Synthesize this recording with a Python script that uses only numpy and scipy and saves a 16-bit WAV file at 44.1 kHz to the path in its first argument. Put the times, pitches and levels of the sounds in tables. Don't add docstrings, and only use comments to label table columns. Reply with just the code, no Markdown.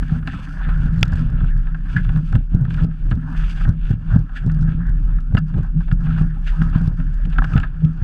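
import sys
import numpy as np
from scipy import signal
from scipy.io import wavfile
from scipy.ndimage import uniform_filter1d

SR = 44100
rng = np.random.default_rng(int(sys.argv[2]) if len(sys.argv) > 2 else 0)


def persist_wave(psi):
    counts = np.round(np.clip(psi, -1, 1) * 32767).astype(np.int16)
    wavfile.write(sys.argv[1], SR, np.atleast_2d(counts).T)


def convert_level_to_amplitude(level_db):
    exponent = np.asarray(level_db, float) / 20
    return 10 ** exponent


N = 354255
TIME = np.arange(N) / SR


def unit(x):
    return x / np.sqrt(np.mean(x ** 2))


def walk(rate):
    hold = int(SR / rate)
    levels = np.repeat(rng.standard_normal(N // hold + 1), hold)
    return unit(uniform_filter1d(uniform_filter1d(levels, hold), hold)[:N])


def body(x, modes, count=2):
    out = 0
    for k, (hz, width, db) in enumerate(modes):
        b, a = signal.iirpeak(hz, hz / width, fs=SR)
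        ringing = signal.sosfilt([[*b, *a]] * count, x)
        out = out + (-1) ** k * convert_level_to_amplitude(db) * ringing / np.sqrt(width)
    return out


def steadied(x, seconds, share):
    swell = uniform_filter1d(x ** 2, int(seconds * SR)) + 1e-12
    return unit(x / swell ** (np.clip(share, 0, 1) / 2))


def grit(rate, spread_db, smooth):
    hit = rng.random(N) < rate / SR
    size = np.minimum(rng.exponential(size=N), 3.5)
    rub = rng.standard_normal(N)
    return unit(hit * convert_level_to_amplitude(spread_db * size) * np.sign(rub)) + smooth * rub


def swells(rows, rise_db_s, fall_db_s, floor_db):
    start, end, db = np.transpose(rows)[:, :, None]
    t = TIME[::128]
    lost = rise_db_s * np.maximum(start - t, 0) + fall_db_s * np.maximum(t - end, 0)
    power = convert_level_to_amplitude(2 * floor_db) + convert_level_to_amplitude(2 * (db - lost)).sum(axis=0)
    return np.interp(TIME, t, 10 * np.log10(power))


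def rings(table, rise_s, fall_s):
    out = np.zeros(N)
    for s, db, hz in table:
        near = slice(max(int((s - .08) * SR), 0), int((s + .3) * SR))
        age = TIME[near] - s
        swell = np.exp(-np.where(age < 0, (age / rise_s) ** 2, age / fall_s))
        out[near] += convert_level_to_amplitude(db) * swell * np.sin(2 * np.pi * hz * age)
    return out


def strikes(table, shape):
    out = np.zeros(N)
    for s, db, *_ in table:
        out[int(s * SR)] += convert_level_to_amplitude(db)
    return signal.fftconvolve(out, shape)[:N]


# pitch in Hz, level in dB.
WHINE = [(10643, -2), (10691, -8), (10740, -19)]
# start in seconds, end in seconds, whine level in dB.
LULLS = [(0, .7, -78), (1.95, 2.35, -81), (2.8, 2.84, -90), (3.42, 3.68, -78), (3.88, 3.91, -86.5),
         (4.15, 4.18, -87), (4.45, 4.61, -83), (5.25, 5.36, -82.5), (6.0, 6.22, -84.5), (6.5, 6.63, -80),
         (6.8, 6.88, -83), (7.45, 7.58, -90), (8.0, 8.03, -99)]


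def electronics():
    whine = sum(convert_level_to_amplitude(db) * np.sqrt(2) * np.sin(2 * np.pi * hz * TIME) for hz, db in WHINE)
    hiss_bands = [(7900, 3000, -1.5), (11500, 3000, -8.0), (14200, 3000, -11.5)]
    hiss = unit(body(rng.standard_normal(N), hiss_bands)) * convert_level_to_amplitude(3.0 * walk(25))
    gain_db = swells(LULLS, rise_db_s=35.5, fall_db_s=401, floor_db=-99)
    return convert_level_to_amplitude(gain_db) * (whine + convert_level_to_amplitude(2.0) * hiss)


# time in seconds, level in dB.
SWAY = [(0, -17.5), (.15, -23.5), (.4, -34), (.76, -14.5), (.96, -22), (1.59, -15.5), (1.88, -22.5),
        (2.65, -28.5), (4.0, -35.5), (4.61, -16.5), (4.83, -24), (5.05, -14), (5.39, -24.5), (5.9, -16.5),
        (6.37, -22.5), (7.1, -20), (7.42, -14), (7.52, -29)]
# time in seconds, level in dB.
BOUNCES = [(2.06, -12.5), (2.35, -15), (2.52, -18.5), (2.78, -15.5), (3.06, -15.5), (3.409, -13),
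           (3.62, -13.5), (3.84, -15.5), (4.119, -16.5), (4.88, -14.5), (6.51, -16.5), (6.71, -16.5),
           (7.57, -15), (7.69, -21.5), (8.03, -21)]


def sway():
    sway_hz = 35.43 * (1 + 0.05115 * walk(7.9))
    phase = 2 * np.pi * np.cumsum(sway_hz) / SR + 1.4
    buffet = unit(body(rng.standard_normal(N), [(21.6, 25, 0.21), (48.0, 19, -1.2)]))
    sway_db = np.interp(TIME, *np.transpose(SWAY))
    bounce_db = swells([(s, s, db) for s, db in BOUNCES], rise_db_s=170.5, fall_db_s=107.5, floor_db=-58)
    return np.hypot(convert_level_to_amplitude(sway_db), convert_level_to_amplitude(bounce_db)) * (np.sqrt(2) * np.sin(phase) + convert_level_to_amplitude(-6.5) * buffet)


# pitch in Hz, width in Hz, level in dB.
RING = [(156, 10.8, -2), (168.2, 34, -12)]
LOWER_PANELS = [(69.4, 35.6, 0), (101.4, 19, -8.5), (123.1, 28.4, -0.5)]
UPPER_PANELS = [(205.6, 37, 1), (243.8, 21, -1.5), (282.5, 40, -5)]
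# time in seconds, main ring in dB, lower panels in dB.
JOLTS = [(.02, -23, -21), (0.132, -17.5, -15.5), (.69, -26, -17.5), (0.941, -15, -33.5), (1.431, -28, -17),
         (1.968, -18, -14), (2.17, -11.5, -16), (2.352, -21.5, -11), (2.552, -20.5, -18.5),
         (2.838, -15.5, -12.5), (3.131, -19, -11), (3.69, -19, -12), (3.779, -23.5, -35),
         (3.909, -27, -16.5), (4.158, -17, -9.5), (4.472, -15.5, -15.5), (4.811, -20.5, -32),
         (4.899, -36.5, -21.5), (5.342, -21.5, -12.5), (5.43, -20.5, -45), (5.572, -16.5, -10),
         (5.77, -16.5, -21), (5.93, -19.5, -18.5), (6.238, -18.5, -22), (6.618, -15, -18),
         (6.8, -12.5, -22), (7.27, -20, -22), (7.561, -17, -10.5), (7.848, -14, -15), (8.03, -33, -17.5)]
# start in seconds, end in seconds, main ring in dB, lower panels in dB.
ROUGH = [(0.19, 0.387, -29, -28), (.42, 0.59, -34.5, -34.5), (0.77, 0.923, -25.5, -20.5),
         (0.988, 1.452, -24, -20.5), (1.544, 1.906, -32, -34), (2.073, 2.15, -26, -25),
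         (2.58, 2.81, -23.5, -23), (3.006, 3.08, -36, -29), (3.235, 3.636, -30.5, -30),
         (3.97, 4.114, -30.5, -32.5), (4.514, 4.808, -22.5, -23.5), (4.958, 5.181, -29.5, -27.5),
         (6.016, 6.21, -21.5, -22), (6.29, 6.426, -34.5, -31), (6.658, 6.93, -28.5, -22.5),
         (6.99, 7.124, -31, -28), (7.392, 7.525, -25, -26), (7.66, 7.78, -37, -31.5)]


def hull():
    smooth_ice_db = -45
    shakes = np.array([(s, s, *db) for s, *db in JOLTS] + ROUGH)
    ring_db = swells(shakes[:, [0, 1, 2]], 330.5, 176.5, smooth_ice_db)
    lower_db = swells(shakes[:, [0, 1, 3]], 329.5, 253.5, smooth_ice_db)
    upper_db = 0.29 * ring_db + 0.43 * lower_db - 21.5
    edge_db = 1.03 * lower_db - 32
    ring = steadied(body(grit(60, 3.0, 0.43), RING), .03, 0.4)
    lower = steadied(body(grit(40, 2.2, 0.35), LOWER_PANELS), 0.051, 1.0)
    upper = steadied(body(grit(80, 4.5, 0.41), UPPER_PANELS), 0.02, 0.24)
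    edge = unit(body(grit(80, 3.5, .6), [(372, 510, -2.5), (615, 990, -4.0)]))
    panels = convert_level_to_amplitude(lower_db - 2.5) * lower + convert_level_to_amplitude(upper_db) * upper
    return convert_level_to_amplitude(ring_db + 0.5) * ring + panels + convert_level_to_amplitude(edge_db) * edge


# pitch in Hz, width in Hz, level in dB.
MOUNT = [(343, 150, -1), (625, 110, -4), (800, 85, 1)]
CAVITY = [(1020, 566, -2.9), (1317, 110, -0.69), (1436, 190, -1.8), (1663, 327, 1.5)]
WALL = [(2235, 570, -2.5), (2767, 640, 1.5), (3444, 540, -4.5), (4080, 1500, -10)]
SNAP = [(4750, 1200, -2.5), (6200, 1300, -7.5), (7920, 1100, -12), (10000, 2500, -16), (13000, 2500, -25)]
# start in seconds, end in seconds, cavity level in dB,
# wall minus cavity in dB.
RUBS = [(0, -0.003, -44.5, -14), (0.124, 0.167, -43, -8.5), (0.291, 0.41, -41.5, -13),
        (0.43, 0.632, -46.5, -9.5), (0.657, 0.748, -38, -12.5), (.78, .88, -42, -12), (.9, 1.02, -48, -13),
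        (1.05, 1.47, -45.5, -12.5), (1.494, 1.76, -50, -13), (1.906, 1.976, -44.5, -9),
        (2.01, 2.192, -47, -9), (2.289, 2.347, -50.5, -7.5), (2.543, 2.637, -50.5, -16),
        (2.76, 2.829, -43, -12), (3.057, 3.127, -51.5, -7.5), (3.235, 3.42, -43.5, -15),
        (3.45, 3.53, -45, -10), (3.57, 3.65, -45, -10), (3.68, 3.678, -38.5, -20), (3.87, 3.914, -45, -6.5),
        (4.129, 4.153, -38, -12.5), (4.376, 4.895, -45.5, -16.5), (4.948, 5.185, -52.5, -10),
        (5.505, 5.66, -50, -11), (5.773, 5.942, -54, -7), (6.05, 6.241, -44, -10.5),
        (6.25, 6.304, -55, -12), (6.363, 6.43, -53, -10), (6.544, 6.87, -42, -10.5),
        (6.987, 7.36, -49.5, -9.5), (7.43, 7.64, -42.5, -14), (7.68, 7.977, -52.5, -10.5),
        (8.02, 8.034, -49, -12)]


def scrape():
    rise_db_s, fall_db_s, glide_db, glide_wall_db = 159, 260.5, -60.5, -9.5
    cavity_rows = [(a, b, db) for a, b, db, _ in RUBS]
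    wall_rows = [(a, b, db + rel) for a, b, db, rel in RUBS]
    cavity_db = swells(cavity_rows, rise_db_s, fall_db_s, glide_db)
    wall_db = swells(wall_rows, rise_db_s, fall_db_s, glide_db + glide_wall_db) - cavity_db
    judder_db = 2.0 * walk(40)
    chips = grit(300, 1.6, 1.0)
    ticks = grit(120, 2.8, 1.7)
    mount = convert_level_to_amplitude(-15.5 + 3.6 * walk(20)) * unit(body(chips, MOUNT))
    wander_db = 3.0 * walk(30)
    cavity = 0
    for k, mode in enumerate(CAVITY):
        cavity = cavity + (-1) ** k * convert_level_to_amplitude(np.roll(wander_db, k * SR)) * body(chips, [mode])
    wall = convert_level_to_amplitude(wall_db - 3.0 + wander_db[::-1]) * unit(body(chips + 1.3 * ticks, WALL))
    spray = convert_level_to_amplitude(wall_db - 13.0 + 2.6 * walk(15)) * unit(body(ticks, SNAP))
    air_rush = convert_level_to_amplitude(-79.5) * unit(body(ticks, WALL + SNAP))
    return convert_level_to_amplitude(cavity_db + judder_db) * (mount + unit(cavity) + wall + spray) + air_rush


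# time of the top in seconds, cavity level in dB,
# wall minus cavity in dB, length in milliseconds.
SKIDS = [
    (1.969, -22, -18, 8),
    (1.99, -37.5, -24.5, 21),
    (4.371, -33.5, -7.5, 17),
    (5.372, -32.5, -18, 5.3),
    (6.482, -36, -4.5, 21.7),
]


def skids():
    rub = rng.standard_normal(N)
    cavity, wall, snap = (unit(body(rub, modes)) for modes in (CAVITY[2:], WALL, SNAP))
    out = np.zeros(N)
    for s, db, wall_db, ms in SKIDS:
        near = slice(int((s - .1) * SR), int((s + 0.11) * SR))
        age = (TIME[near] - s) * 1000 / ms
        swell = np.exp(-np.where(age < 0, (1.24 * age) ** 2, age))
        bright = wall[near] + convert_level_to_amplitude(-14.0) * snap[near]
        out[near] += convert_level_to_amplitude(db) * swell * (cavity[near] + convert_level_to_amplitude(wall_db) * bright)
    return out


# start in seconds, end in seconds, level in dB.
BITES = [(.03, .19, -60), (.275, .405, -51), (.428, .452, -47), (.8, .87, -60), (1.895, 1.945, -51),
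         (2.255, 2.3, -59), (2.705, 2.748, -54), (2.77, 2.848, -55), (3.37, 3.43, -49), (3.443, 3.47, -48),
         (3.485, 3.53, -45), (3.56, 3.6, -54), (3.612, 3.648, -50), (4.35, 4.39, -53), (6.445, 6.5, -54),
         (7.53, 7.545, -52)]


def bites():
    spray = grit(900, 2.5, .8)
    wall = convert_level_to_amplitude(2.5 * walk(60)) * unit(body(spray, WALL))
    snap = convert_level_to_amplitude(2.0 * walk(45)) * unit(body(spray, SNAP))
    level_db = swells(BITES, rise_db_s=900, fall_db_s=1500, floor_db=-99)
    return convert_level_to_amplitude(level_db) * (wall + convert_level_to_amplitude(-10) * snap)


# time of the top in seconds, peak level in dB, pitch in Hz. Mostly
# large panels swung by ruts; the rows near 258 and 273 Hz are small panels.
LUMPS = [(0.978, -18.5, 110.4), (1.13, -13, 78.3), (1.56, -19, 116.2), (2.08, -15, 114.5),
         (2.62, -10, 125.8), (3.139, -11.5, 113.4), (3.93, -20, 108), (4.145, -10, 114.7),
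         (4.622, -13, 129.4), (3.3, -31.5, 273), (7.002, -15.5, 163.2), (7.01, -31, 257.7),
         (7.091, -30, 147)]
NUDGES = [(.03, -29, 250), (.17, -27, 245), (.284, -28, 262), (.349, -33, 275), (.484, -33, 275),
          (1.22, -25, 245), (1.35, -27, 240), (3.063, -41, 300), (3.18, -25, 240), (3.243, -28, 250),
          (3.327, -30, 238), (4.37, -37, 250), (6.1, -26, 240), (7.393, -27, 250)]
JERKS = [(2.55, -27, 350), (2.844, -32, 430), (3.115, -28, 320), (3.911, -24, 344), (4.466, -30, 380),
         (6.214, -29, 410), (6.815, -38, 425), (6.879, -32, 375), (7.56, -28, 450), (7.852, -34, 394)]
BRACKET_TAPS = [(.03, -40, 790), (.281, -35, 800), (.335, -41, 800), (.39, -43, 520), (.7, -36, 790),
                (1.096, -42, 560), (1.125, -40, 800), (1.194, -44, 560), (1.215, -43, 1030),
                (1.287, -45, 580), (1.748, -43, 1080), (1.967, -41, 770), (2.101, -43, 800),
                (2.332, -39, 800), (2.359, -41, 820), (2.538, -44, 690), (3.58, -43, 800),
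                (3.691, -42, 600), (4.164, -36, 780), (5.349, -38, 560), (5.564, -42, 830),
                (5.915, -42, 790), (6.094, -42, 800), (6.211, -35, 790), (6.217, -38, 1140),
                (6.37, -43, 810), (6.621, -38, 1090), (6.663, -42, 970), (6.735, -41, 810),
                (6.777, -41, 630), (6.813, -41, 800), (7.0, -43, 620), (7.2, -44, 600), (7.387, -28, 780)]
CASE_TAPS = [(.276, -26, 1600), (1.445, -35, 1490), (1.747, -33, 1500), (1.9, -34, 1610),
             (1.966, -13.5, 1690), (1.98, -30, 2050), (1.999, -33, 1610), (2.355, -29, 1580),
             (2.746, -34, 1610), (2.778, -33, 1420), (2.792, -33, 1690), (3.332, -34, 1630),
             (3.348, -34, 1420), (3.396, -36, 1700), (3.524, -35, 1550), (3.654, -36, 1830),
             (3.68, -32, 1390), (3.911, -38, 1750), (4.372, -27, 1610), (5.372, -25, 2800),
             (5.373, -23, 1280), (5.378, -28, 2750), (5.378, -37, 4800), (5.378, -21, 1720),
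             (5.882, -35, 1630), (5.916, -26, 1410), (6.07, -31, 1300), (6.214, -34, 1700),
             (6.495, -36, 1860), (6.62, -30, 1600), (6.687, -35, 1560), (6.729, -32, 1300),
             (6.751, -29, 1310), (6.797, -35, 1280), (7.362, -32, 1360), (7.386, -20, 1360),
             (7.424, -27, 1700), (7.444, -25, 1560), (7.634, -29, 1600)]


def lumps():
    panels = rings(LUMPS, .016, .035) + rings(NUDGES, .012, .022)
    mount = rings(JERKS, .0018, .0035)
    bracket = convert_level_to_amplitude(-1.5) * rings(BRACKET_TAPS, .004, .009)
    case = convert_level_to_amplitude(-2.5) * rings(CASE_TAPS, .0015, .006)
    return panels + mount + bracket + case


# time in seconds, peak level in dB, wall minus peak in dB,
# chatter in milliseconds.
KNOCKS = [(0.0246, -27.5, -15, 7), (0.2735, -16.5, -13, 6.1), (0.6877, -29, -14.5, 20),
          (1.1252, -22, -30, 6.8), (2.0477, -24.5, -14.5, 2.2), (2.1594, -28.5, -12.5, 3.3),
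          (2.3525, -18, -14.5, 3.1), (2.7046, -31, -9.5, 7.5), (2.7418, -29, -6, 4.1),
          (2.773, -32, -27, 38), (3.111, -21, -15.5, 9.5), (3.6501, -22.5, -27, 5.4),
          (4.1414, -28, -28, 5.7), (5.3472, -18.5, -18.5, 4.2), (5.3690, -15, -17, 8.7),
          (5.9128, -23, -12, 5.4), (6.1821, -25.5, -27.5, 4.8), (6.4718, -27.5, -2.5, 2.9),
          (6.616, -18, -14, 3.3), (6.7476, -32, -30, 5.6), (7.2509, -35.5, -7, 5), (7.3255, -37.5, -6, 18),
          (7.3826, -9, -21.5, 5.2), (7.4196, -11.5, -35, 2.4), (7.44, -16, -20, 7),
          (7.5344, -25.5, -11, 4.3), (7.5763, -20.5, -12.5, 6.9), (7.6003, -25, -9, 3.3),
          (7.6306, -20, -20, 11.5), (7.8481, -45, 6, 2.7)]
# time in seconds, peak level in dB.
RATTLES = [(0.093, -34.5), (0.226, -32), (0.332, -25.5), (1.405, -30.5), (1.4407, -32), (1.669, -31.5),
           (1.7451, -28.5), (2.09, -24), (2.3245, -25.5), (2.649, -28), (3.6084, -26.5), (4.292, -37),
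           (4.4957, -28), (5.183, -33.5), (5.54, -34), (5.8047, -30.5), (5.88, -30), (6.0672, -28.5),
           (6.998, -30.5), (7.3586, -30), (7.5623, -17.5)]


def knocks():
    rattle_wall_db, rattle_ms = -19.5, 6.8
    age = np.arange(int(.06 * SR)) / SR
    onset = 1 - np.exp(-age / 0.00038)
    hits = KNOCKS + [(s, db, rattle_wall_db, rattle_ms) for s, db in RATTLES]
    drive = np.zeros((3, N + len(age)))
    for s, db, wall_db, ms in hits:
        i = int(s * SR)
        chatter = rng.standard_normal(len(age))
        parts = [(0, 1), (wall_db + 7.0, .7), (wall_db - 10.5, .45)]
        for row, (rel_db, share) in enumerate(parts):
            fade = np.exp(-age / (max(ms, .3) * share / 1000))
            drive[row, i:i + len(age)] += convert_level_to_amplitude(db + rel_db) * chatter * onset * fade
    cavity, wall, snap = drive[:, :N]
    low = body(cavity, CAVITY) + convert_level_to_amplitude(-10.5) * body(cavity, MOUNT)
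    return convert_level_to_amplitude(34.5) * (low + body(wall, WALL) + convert_level_to_amplitude(1) * body(snap, SNAP))


# pitch in Hz, width in Hz, level in dB.
FRAME = [(3200, 2200, 2), (5240, 2200, 1), (7700, 2200, -3), (11500, 3500, -9)]
# time in seconds, peak level in dB.
TICKS = [(.108, -54), (.121, -53), (.2728, -44), (.7772, -50), (.81, -56), (.834, -50), (.851, -53),
         (.861, -49), (.926, -54), (.9388, -50), (.961, -54), (.9842, -48), (.9922, -45), (1.0096, -41),
         (1.013, -43),
         (1.0538, -45), (1.0575, -47), (1.0803, -41), (1.1217, -46), (1.1336, -44), (1.1561, -44),
              (1.161, -49), (1.166, -48), (1.182, -50), (1.193, -46), (1.21, -49), (1.221, -49),
              (1.301, -51), (1.4494, -53), (1.5766, -49), (1.9657, -46), (2.0462, -51), (2.1603, -52),
              (2.1733, -48), (2.3259, -46), (2.3526, -44), (2.3603, -41), (2.5479, -43), (2.6115, -53),
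              (2.6512, -53), (2.7036, -52), (2.741, -48), (2.8218, -50), (2.8368, -46), (2.845, -47),
              (3.1061, -48), (3.1535, -51), (3.6913, -38), (3.8949, -47), (3.9088, -39), (4.1333, -50),
              (4.1617, -45), (4.1917, -47),
         (4.4636, -46), (4.474, -52), (4.5184, -47), (4.5474, -49), (4.592, -54), (4.6107, -49),
              (4.6197, -48), (4.628, -47), (4.638, -52), (4.696, -55), (4.8676, -50), (4.8941, -49),
              (5.2054, -51), (5.349, -43), (5.364, -52), (5.3825, -43), (5.386, -42), (5.389, -43),
              (5.58, -52), (5.6316, -52), (5.9282, -45), (6.0081, -53), (6.2051, -49), (6.2206, -47),
              (6.6246, -45), (6.635, -52), (6.641, -50), (6.699, -49), (6.762, -50), (6.8137, -46),
              (6.8756, -43), (6.8803, -45), (7.143, -50), (7.258, -51), (7.3, -52), (7.342, -50),
              (7.4438, -43), (7.448, -46), (7.557, -43), (7.577, -41), (7.5994, -44), (7.613, -48),
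              (7.8484, -47)]


def frame_ticks():
    age = np.arange(int(0.027 * SR)) / SR
    fade = (1 - np.exp(-age / .0003)) * np.exp(-age / .0012)
    drive = np.zeros(N)
    for s, db in TICKS:
        i = int(s * SR)
        drive[i:i + len(age)] += convert_level_to_amplitude(db) * rng.standard_normal(len(age)) * fade
    return convert_level_to_amplitude(42) * body(drive, FRAME)


def contact(age):
    return np.exp(-((age - .0003) / .00007) ** 2)


# pitch in Hz, width in Hz, level in dB.
CRACK = [(686, 890, -5.5), (1600, 860, 0), (2470, 660, 4), (3450, 350, 1.5), (4840, 520, -5),
         (6240, 650, -14.5), (8070, 1000, -13)]


def loud_crack():
    age = np.arange(int(0.027 * SR)) / SR
    crack = body(contact(age), CRACK, count=1)
    shudder = rng.standard_normal(len(age)) * np.exp(-age / 0.0018)
    crack = crack / np.abs(crack).max() + convert_level_to_amplitude(21) * body(shudder, CAVITY + WALL + SNAP[:1])
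    return strikes([(1.0294, 1.5)], crack)


# time in seconds, peak level in dB, pitch in Hz.
LIFTS = [(0.122, -5.5, 144), (1.02, -14.5, 139), (2.163, -27, 152), (2.84, -9, 140), (3.116, -10.5, 136),
         (3.693, -2, 125), (3.914, -5.5, 121), (4.621, -10, 139), (5.351, 1.5, 136.5), (5.384, -4, 130.5),
         (6.214, -3.5, 140), (6.88, -4, 125), (7.256, -12, 134.5), (7.577, -6.5, 112), (7.849, -26, 131)]
DROPS = [(0.86, -13.5, 142), (0.928, -19, 154), (1.029, -6, 113), (1.965, -11.5, 147), (2.3542, -5, 143),
         (2.362, -4, 141), (2.55, -1, 119), (3.9087, -2, 131), (3.938, -12, 139), (4.163, -1, 156),
         (4.466, -8.5, 160), (4.687, -10.5, 144), (5.928, -8.5, 120.5), (6.62, -8, 156), (6.761, -4.5, 156),
         (7.558, -5, 157), (8.026, -9.5, 87)]


def bump_edges():
    age = np.arange(int(0.027 * SR)) / SR
    jolt = np.convolve(body(contact(age), MOUNT, count=1), np.hanning(30))
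    return convert_level_to_amplitude(-14.0) * strikes(LIFTS + DROPS, jolt)


def thumps():
    out = np.zeros(N)
    for direction, table in ((0.83, LIFTS), (-1.01, DROPS)):
        for s, db, hz in table:
            near = slice(int((s - .03) * SR), int((s + .05) * SR))
            cycles = (TIME[near] - s) * hz
            shape = np.exp(-(cycles / np.where(cycles < 0, .4, .6)) ** 2)
            out[near] += direction * convert_level_to_amplitude(db) * shape * np.cos(2 * np.pi * cycles)
    return out


def scene():
    ice = scrape() + skids() + bites()
    parts = knocks() + frame_ticks() + loud_crack() + bump_edges()
    low = sway() + hull() + lumps() + thumps()
    return (electronics() + ice + parts + low)[None]


def roll_off(x):
    return signal.sosfilt(signal.butter(12, 15800, fs=SR, output="sos"), x)


def record(dry):
    dull = signal.sosfilt(signal.butter(1, 14000, fs=SR, output="sos"), dry)
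    return roll_off(np.clip(dull, -1, 1))


dry = scene()
out = record(dry)
persist_wave(out)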